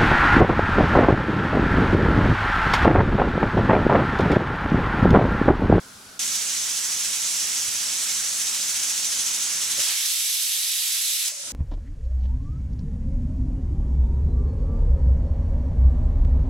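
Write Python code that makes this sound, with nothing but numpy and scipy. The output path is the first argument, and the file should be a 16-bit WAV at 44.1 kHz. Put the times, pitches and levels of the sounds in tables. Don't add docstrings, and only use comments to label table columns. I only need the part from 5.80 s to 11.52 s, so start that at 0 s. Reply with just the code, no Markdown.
import sys
import numpy as np
from scipy import signal
from scipy.fft import rfft, irfft
from scipy.io import wavfile
from scipy.ndimage import uniform_filter1d

SR = 44100
rng = np.random.default_rng(int(sys.argv[2]) if len(sys.argv) > 2 else 0)


def magnitude_from_level(level_db):
    exponent = np.asarray(level_db, float) / 20
    return 10 ** exponent


def pcm_store(signal):
    levels = np.round(np.clip(np.atleast_2d(signal), -1, 1) * 32767)
    wavfile.write(sys.argv[1], SR, levels.astype(np.int16).T)


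N = 252252
HOP = 128
SCENE_CHANGE_S = 0.3925


def evened(x):
    return x / np.sqrt(np.mean(x ** 2) + 1e-20)


def read(points, hz):
    f, value = np.transpose(points)
    return np.interp(np.log(hz + 1), np.log(f + 1), value)


def curve(points, t):
    return np.interp(t, *np.transpose(points))


def ramp(t, start_s, length_s):
    return np.clip((t - start_s) / length_s, 0, 1)


def bumps(rows, t):
    return sum(height * np.exp(-0.5 * ((t - s) / length) ** 2) for s, height, length in rows)


def kitchen_echo(x, t60, gap_s=0.003):
    slots = np.arange(0, SR // 2, 20)
    at = slots + rng.integers(0, 20, (2, len(slots)))
    taps = np.zeros((2, SR // 2 + 20))
    np.put_along_axis(taps, at, rng.choice([-1.0, 1.0], at.shape), 1)
    t = np.arange(taps.shape[1]) / SR
    taps *= magnitude_from_level(-60 * t / t60) * (t > gap_s)
    taps /= np.linalg.norm(taps, axis=1, keepdims=True)
    return signal.fftconvolve(x, taps, axes=1)[:, :N]


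GRAB_S, GRAB_DB, GRABBING_S = 4.0, 14.5, 0.035
CREEP_DB, CREEP_S = 7.0, 0.35
FREE_S, RECOVER_DB_PER_S = 5.69, 130.0


def gain_control_db(t):
    held = GRAB_DB * ramp(t, GRAB_S, GRABBING_S) + CREEP_DB * ramp(t, GRAB_S, CREEP_S)
    return -np.minimum(held, RECOVER_DB_PER_S * np.maximum(FREE_S - t, 0))


# pitch_hz, level_db
KITCHEN_COLOUR = [(30, -15), (80, -6.5), (165, -8), (250, -4.5), (315, -10), (1090, -8.5), (1460, -1),
                  (1770, -11.5), (2600, -12), (5500, -8.5), (9500, -12.5), (10700, -11), (12200, -19),
                  (15900, -22.5)]
# pitch_hz, likeness (0-1)
KITCHEN_LIKENESS = [(60, 0.7), (180, 0.84), (550, 0.86), (1650, 0.27), (4970, 0.57), (15000, 0.03)]
# pitch_hz, level_db (rms)
FAN_HUM = [(100, -71), (200, -64.5), (272, -68), (393, -69.5)]
KITCHEN_DB = -44.5
DIP_DB, DIP_S = -3.0, 0.005


def kitchen(patchy_db=0.7):
    hz = np.fft.rfftfreq(2048, 1 / SR)
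    a, b, c, d, patches = rng.standard_normal((N // 512 + 5, len(hz), 5)).T
    patches = evened(uniform_filter1d(uniform_filter1d(patches, size=12, axis=0), size=6, axis=1))
    same = np.clip(read(KITCHEN_LIKENESS, hz), -1, 1)[:, None]
    left = a + 1j * b
    right = same * left + np.sqrt(1 - same ** 2) * (c + 1j * d)
    lumpy_db = patchy_db + 2.0 * (hz[:, None] < 120)
    spectra = np.array([left, right]) * magnitude_from_level(read(KITCHEN_COLOUR, hz)[:, None] + lumpy_db * patches)
    roar = signal.istft(spectra, nperseg=2048, noverlap=1536)[1][:, :N]
    roar = magnitude_from_level(KITCHEN_DB) * evened(roar)

    t = np.arange(N) / SR
    waver = evened(uniform_filter1d(rng.standard_normal(N), size=6000))
    turns = np.cumsum(1 + 0.008 * waver) / SR
    hum = sum(magnitude_from_level(db) * np.sqrt(2) * np.sin(2 * np.pi * f * turns) for f, db in FAN_HUM)
    pull_db = gain_control_db(t)
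    dip_db = bumps([(SCENE_CHANGE_S - DIP_S, DIP_DB, DIP_S)], t)
    return (roar + hum * magnitude_from_level(0.4 * pull_db)) * magnitude_from_level(pull_db + dip_db)


LIFT_S, FLOAT_S = 3.98, 0.16
DROP_S, FALL_S = 5.43, 0.185


def lift_at(t):
    rise = 1 - np.exp(-np.maximum(t - LIFT_S, 0) / FLOAT_S)
    return rise - 2 * ramp(t, DROP_S, FALL_S)


# time_s, level_db
STEAM_PRESSURE = [(.39, -26), (.8, -27), (1.6, -26), (2.13, -27), (2.3, -25.5), (2.45, -27), (2.7, -26),
                  (3.75, -26), (4.45, -25), (4.65, -26), (4.95, -25), (5.47, -25)]
BURST_S, BURST_DB, BURST_RISE_S, BURST_FADE_S = 4.005, 4.0, 0.025, 0.046
CLOSE_S, CLOSING_S, SHUT_DB = 5.472, 0.054, -9.5


def jet_db(t):
    fade = np.exp(-np.maximum(t - BURST_S, 0) / BURST_FADE_S)
    burst = ramp(t, BURST_S - BURST_RISE_S, BURST_RISE_S) * fade
    return curve(STEAM_PRESSURE, t) + BURST_DB * burst + SHUT_DB * ramp(t, CLOSE_S, CLOSING_S)


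# pitch_hz, width_hz, rocking_db, floating_db
ECHO_RIDGES = [(3950, 91, 0.5, 2.), (4960, 86, 1, 1.5), (5340, 150, 2.5, 2.5), (5770, 190, 4.5, 2.),
               (6220, 200, 4.5, 4), (6620, 115, 3.5, .5), (6960, 37, 2.5, 1), (7500, 100, -3.5, 3),
               (7350, 74, 5, 0.5), (7940, 155, 3.5, 6), (10060, 300, 0.5, 2), (11450, 78, -1, 2)]


def ridged(x, column):
    hz = np.fft.rfftfreq(N, 1 / SR)
    ridges_db = sum(row[column] / (1 + ((hz - row[0]) / (row[1] / 2)) ** 2) for row in ECHO_RIDGES)
    return evened(irfft(rfft(x) * magnitude_from_level(ridges_db), N))


def cells(count):
    frames = N // HOP + 6
    a, b = rng.standard_normal((frames, 2 * HOP + 1, count, 2)).T
    return np.arange(frames) * HOP / SR, np.fft.rfftfreq(4 * HOP, 1 / SR), a + 1j * b


def sound(z):
    return signal.istft(z, nperseg=4 * HOP, noverlap=3 * HOP)[1][..., :N]


# pitch_hz, level_db (per Hz)
ROCKING_COLOUR = [(200, -62), (350, -29), (850, -21.5), (1300, -17), (2000, -11.5), (3200, -7.5),
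                  (4300, -7), (6100, -2.5), (7800, -2.5), (9400, -7), (10700, -6), (12800, -17),
                  (14500, -18), (15900, -20)]
FLOATING_COLOUR = [(200, -58), (450, -38.5), (900, -28), (1440, -19), (2360, -8), (3500, -3.5), (5000, -3),
                   (6900, -4), (7800, -3.5), (8850, -4.5), (11700, -2.5), (12500, -7.5), (13400, -10.5),
                   (15900, -15)]
SHUT_COLOUR = [(500, -36), (1100, -27), (2050, -18), (3500, -12), (5350, -10), (6500, -7.5), (8000, -9),
               (10500, -13.5), (12500, -22), (15900, -36)]
# first_s, last_s, period_s, swell_db
ROCKING_BOUTS = [
    (.552, .92, .0695, 1.2),
    (.978, 1.22, .075, 1.9),
    (1.256, 1.37, .089, 1.6),
    (1.483, 2.05, .067, .7),
    (2.234, 2.5, .076, .9),
    (2.612, 3.13, .0702, 2.2),
    (3.181, 3.65, .0735, 2.),
    (3.76, 3.8, .075, .8),
    (3.834, 3.95, .084, 2.5),
]
# centre_s, swell_db, length_s
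WATER_SPURTS = [
    (4.01, 0, .03),
    (4.262, 4, 0.0023),
    (4.315, 1.5, 0.0087),
    (4.62, 2.5, 0.013),
    (4.73, 1.5, .008),
    (5.442, -0.5, .006),
    (5.481, 7.5, 0.0018),
]
# centre_s, level_db, length_s
LIFT_SPLUTTER = [
    (4.015, 2, 0.015),
    (4.095, 5.5, 0.027),
    (4.19, 2.5, 0.061),
]
# time_s, pitch_hz
VENT_WHISTLE = [(4.2, 3600), (4.6, 3670), (5.0, 3770), (5.45, 4120)]
# pitch_hz, share (0-1)
STRAIGHT_WHEN_ROCKING = [(300, 0.37), (1400, 0.93), (2300, 0.67), (3200, 0.78), (6000, 0.6), (8000, 0.5),
                         (9200, 0.17), (15000, 0)]
STRAIGHT_WHEN_FLOATING = [(300, 1), (1400, 0.84), (2300, 0.53), (3200, 0.78), (7000, 0.33), (10000, 0.67),
                          (15000, 0.82)]
# pitch_hz, lead_rad
LEFT_LEAD = [(300, 0.88), (1900, -0.51), (2600, 0.13), (6500, 0.52), (10000, 1), (15700, 1.4)]
# pitch_hz, left_minus_right_db
LEFT_LEAN = [(60, -0.5), (150, 0.0), (380, 2.5), (950, 2.5), (2380, -3.0), (5980, -1), (15000, 0.5)]
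# time_s, extra_left_minus_right_db
PLUME_DRIFT = [(.4, -1.3), (1.2, -1.5), (2.2, -1.5), (3.2, -0.9), (3.7, -1.5), (4.7, -1), (5.2, -1.5),
               (5.7, .5)]


def steam(rock_depth=1.26, rock_s=0.013, patchy_db=0.77, flicker_db=0.54, ringing=0.13):
    t, hz, (jet, other_left, other_right, chance) = cells(count=4)
    lift = lift_at(t)
    up, shut = np.clip(lift, 0, 1), np.clip(-lift, 0, 1)
    rocking = read(ROCKING_COLOUR, hz)[:, None]
    floating = read(FLOATING_COLOUR, hz)[:, None]
    closed = read(SHUT_COLOUR, hz)[:, None]
    colour_db = rocking + up * (floating - rocking) + shut * (closed - rocking)
    colour_db -= 10 * np.log10(np.mean(magnitude_from_level(colour_db) ** 2, axis=0))

    wet_band = np.exp(-np.log((hz + 1) / 1600) ** 2 / 0.98)
    wet_db = np.outer(wet_band, bumps(LIFT_SPLUTTER, t))
    vent_db = 2.6 * up / (1 + ((hz[:, None] - curve(VENT_WHISTLE, t)) / 220) ** 2)
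    puffs = []
    for first, last, period, swell_db in ROCKING_BOUTS:
        puffs += [(s, swell_db, rock_s) for s in np.arange(first, last, period)]
    puffs_db = rock_depth * bumps(puffs, t)
    puffs_db = puffs_db - uniform_filter1d(puffs_db, size=50) + bumps(WATER_SPURTS, t)
    reach = np.clip(np.log(hz + 1)[:, None] / 2.0 - 3.3, 0, 1)
    patches = evened(uniform_filter1d(uniform_filter1d(chance.real, size=8, axis=0), size=24, axis=1))
    flicker = evened(uniform_filter1d(chance.imag, size=3, axis=1).mean(0))
    moving_db = reach * (puffs_db + flicker_db * flicker) + patchy_db * patches
    gain = magnitude_from_level(colour_db + wet_db + vent_db + moving_db)

    low = read(STRAIGHT_WHEN_ROCKING, hz)[:, None]
    high = read(STRAIGHT_WHEN_FLOATING, hz)[:, None]
    share = np.clip((low + up * (high - low)) * (1 - 0.94 * shut), 0, 1)
    port = magnitude_from_level(read(LEFT_LEAN, hz) / 4) ** 2 * np.exp(0.5j * read(LEFT_LEAD, hz))
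    ports = np.array([port, 1 / port])[:, :, None]
    straight = sound(ports * np.sqrt(share) * gain * jet)
    rung = np.minimum(np.clip(ringing, 0, 1), 1 - share)
    walls = kitchen_echo(sound(np.sqrt(rung) * abs(ports) * gain * jet), t60=0.2)
    sideways = abs(ports) * gain * np.array([other_left, other_right])
    scattered = sound(np.sqrt(1 - share - rung + 1e-9) * sideways)
    arriving = straight + walls + scattered

    time = np.arange(N) / SR
    afloat = np.interp(time, t, up)
    heard = (1 - afloat) * ridged(arriving, column=2) + afloat * ridged(arriving, column=3)
    heard = heard * magnitude_from_level(np.outer([0.5, -0.5], curve(PLUME_DRIFT, time)))
    shown = np.clip((time - SCENE_CHANGE_S) / 0.0018 + 0.5, 0, 1)
    return heard * magnitude_from_level(jet_db(time) + 1.5) * shown


RATTLE_S, RATTLE_GAP_S, RATTLE_DB = 5.54, 0.0185, -45.5
LID_HZ, LID_T60_S = 597, 0.07


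def rattle(uneven=0.3, spread_db=1.5, detune=0.09):
    a, b, c = rng.uniform(-1, 1, (12, 3)).T
    at = RATTLE_S + RATTLE_GAP_S * (np.arange(len(a)) + uneven * a)
    return list(zip(at, RATTLE_DB + spread_db * b, LID_HZ * (1 + detune * c), LID_T60_S + 0 * a))


# start_s, level_db (peak), pitch_hz, t60_s
WEIGHT_KNOCKS = [
    (3.979, -38, 555, 0.078),
    (3.987, -39, 398, 0.066),
    (3.992, -35, 620, 0.06),
    (4.002, -46, 330, 0.052),
    (5.472, -45, 630, .04),
    (5.52, -41.5, 590, 0.055),
]
# centre_s, level_db (rms), length_s, low_hz, top_hz
LIFT_THUMPS = [
    (3.992, -49, 0.011, 70, 240),
    (4.038, -49, 0.0055, 300, 900),
    (4.085, -61, 0.022, 170, 320),
    (4.1, -50.5, 0.05, 500, 1290),
]


def weight():
    t, out = np.arange(N) / SR, np.zeros(N)
    for s, db, hz, t60 in WEIGHT_KNOCKS + rattle():
        age = np.maximum(t - s, 0)
        ring = np.sin(2 * np.pi * hz * age)
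        ring += 0.23 * np.sin(2 * np.pi * 1.68 * hz * age)
        ring += 0.26 * np.sin(2 * np.pi * 0.86 * hz * age)
        out += magnitude_from_level(db - 60 * age / t60) * (1 - np.exp(-age / 0.0017)) * ring
    air = rng.standard_normal(N)
    for s, db, length, low_hz, top_hz in LIFT_THUMPS:
        band = signal.butter(3, [low_hz, top_hz], "band", fs=SR, output="sos")
        out += magnitude_from_level(db) * evened(signal.sosfilt(band, air)) * bumps([(s, 1, length)], t)
    return out + magnitude_from_level(-8) * kitchen_echo(np.array([out, out]), t60=0.1)


def scene():
    return kitchen() + steam() + weight()


def top_cut(x):
    return signal.sosfilt(signal.butter(12, 15750, fs=SR, output="sos"), x)


def record(dry):
    edge = signal.firwin(401, 16000, window=("kaiser", 9), fs=SR)
    mix = signal.oaconvolve(dry, edge[None], "same", axes=1)
    return top_cut(mix)


dry = scene()
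out = record(dry)
pcm_store(out)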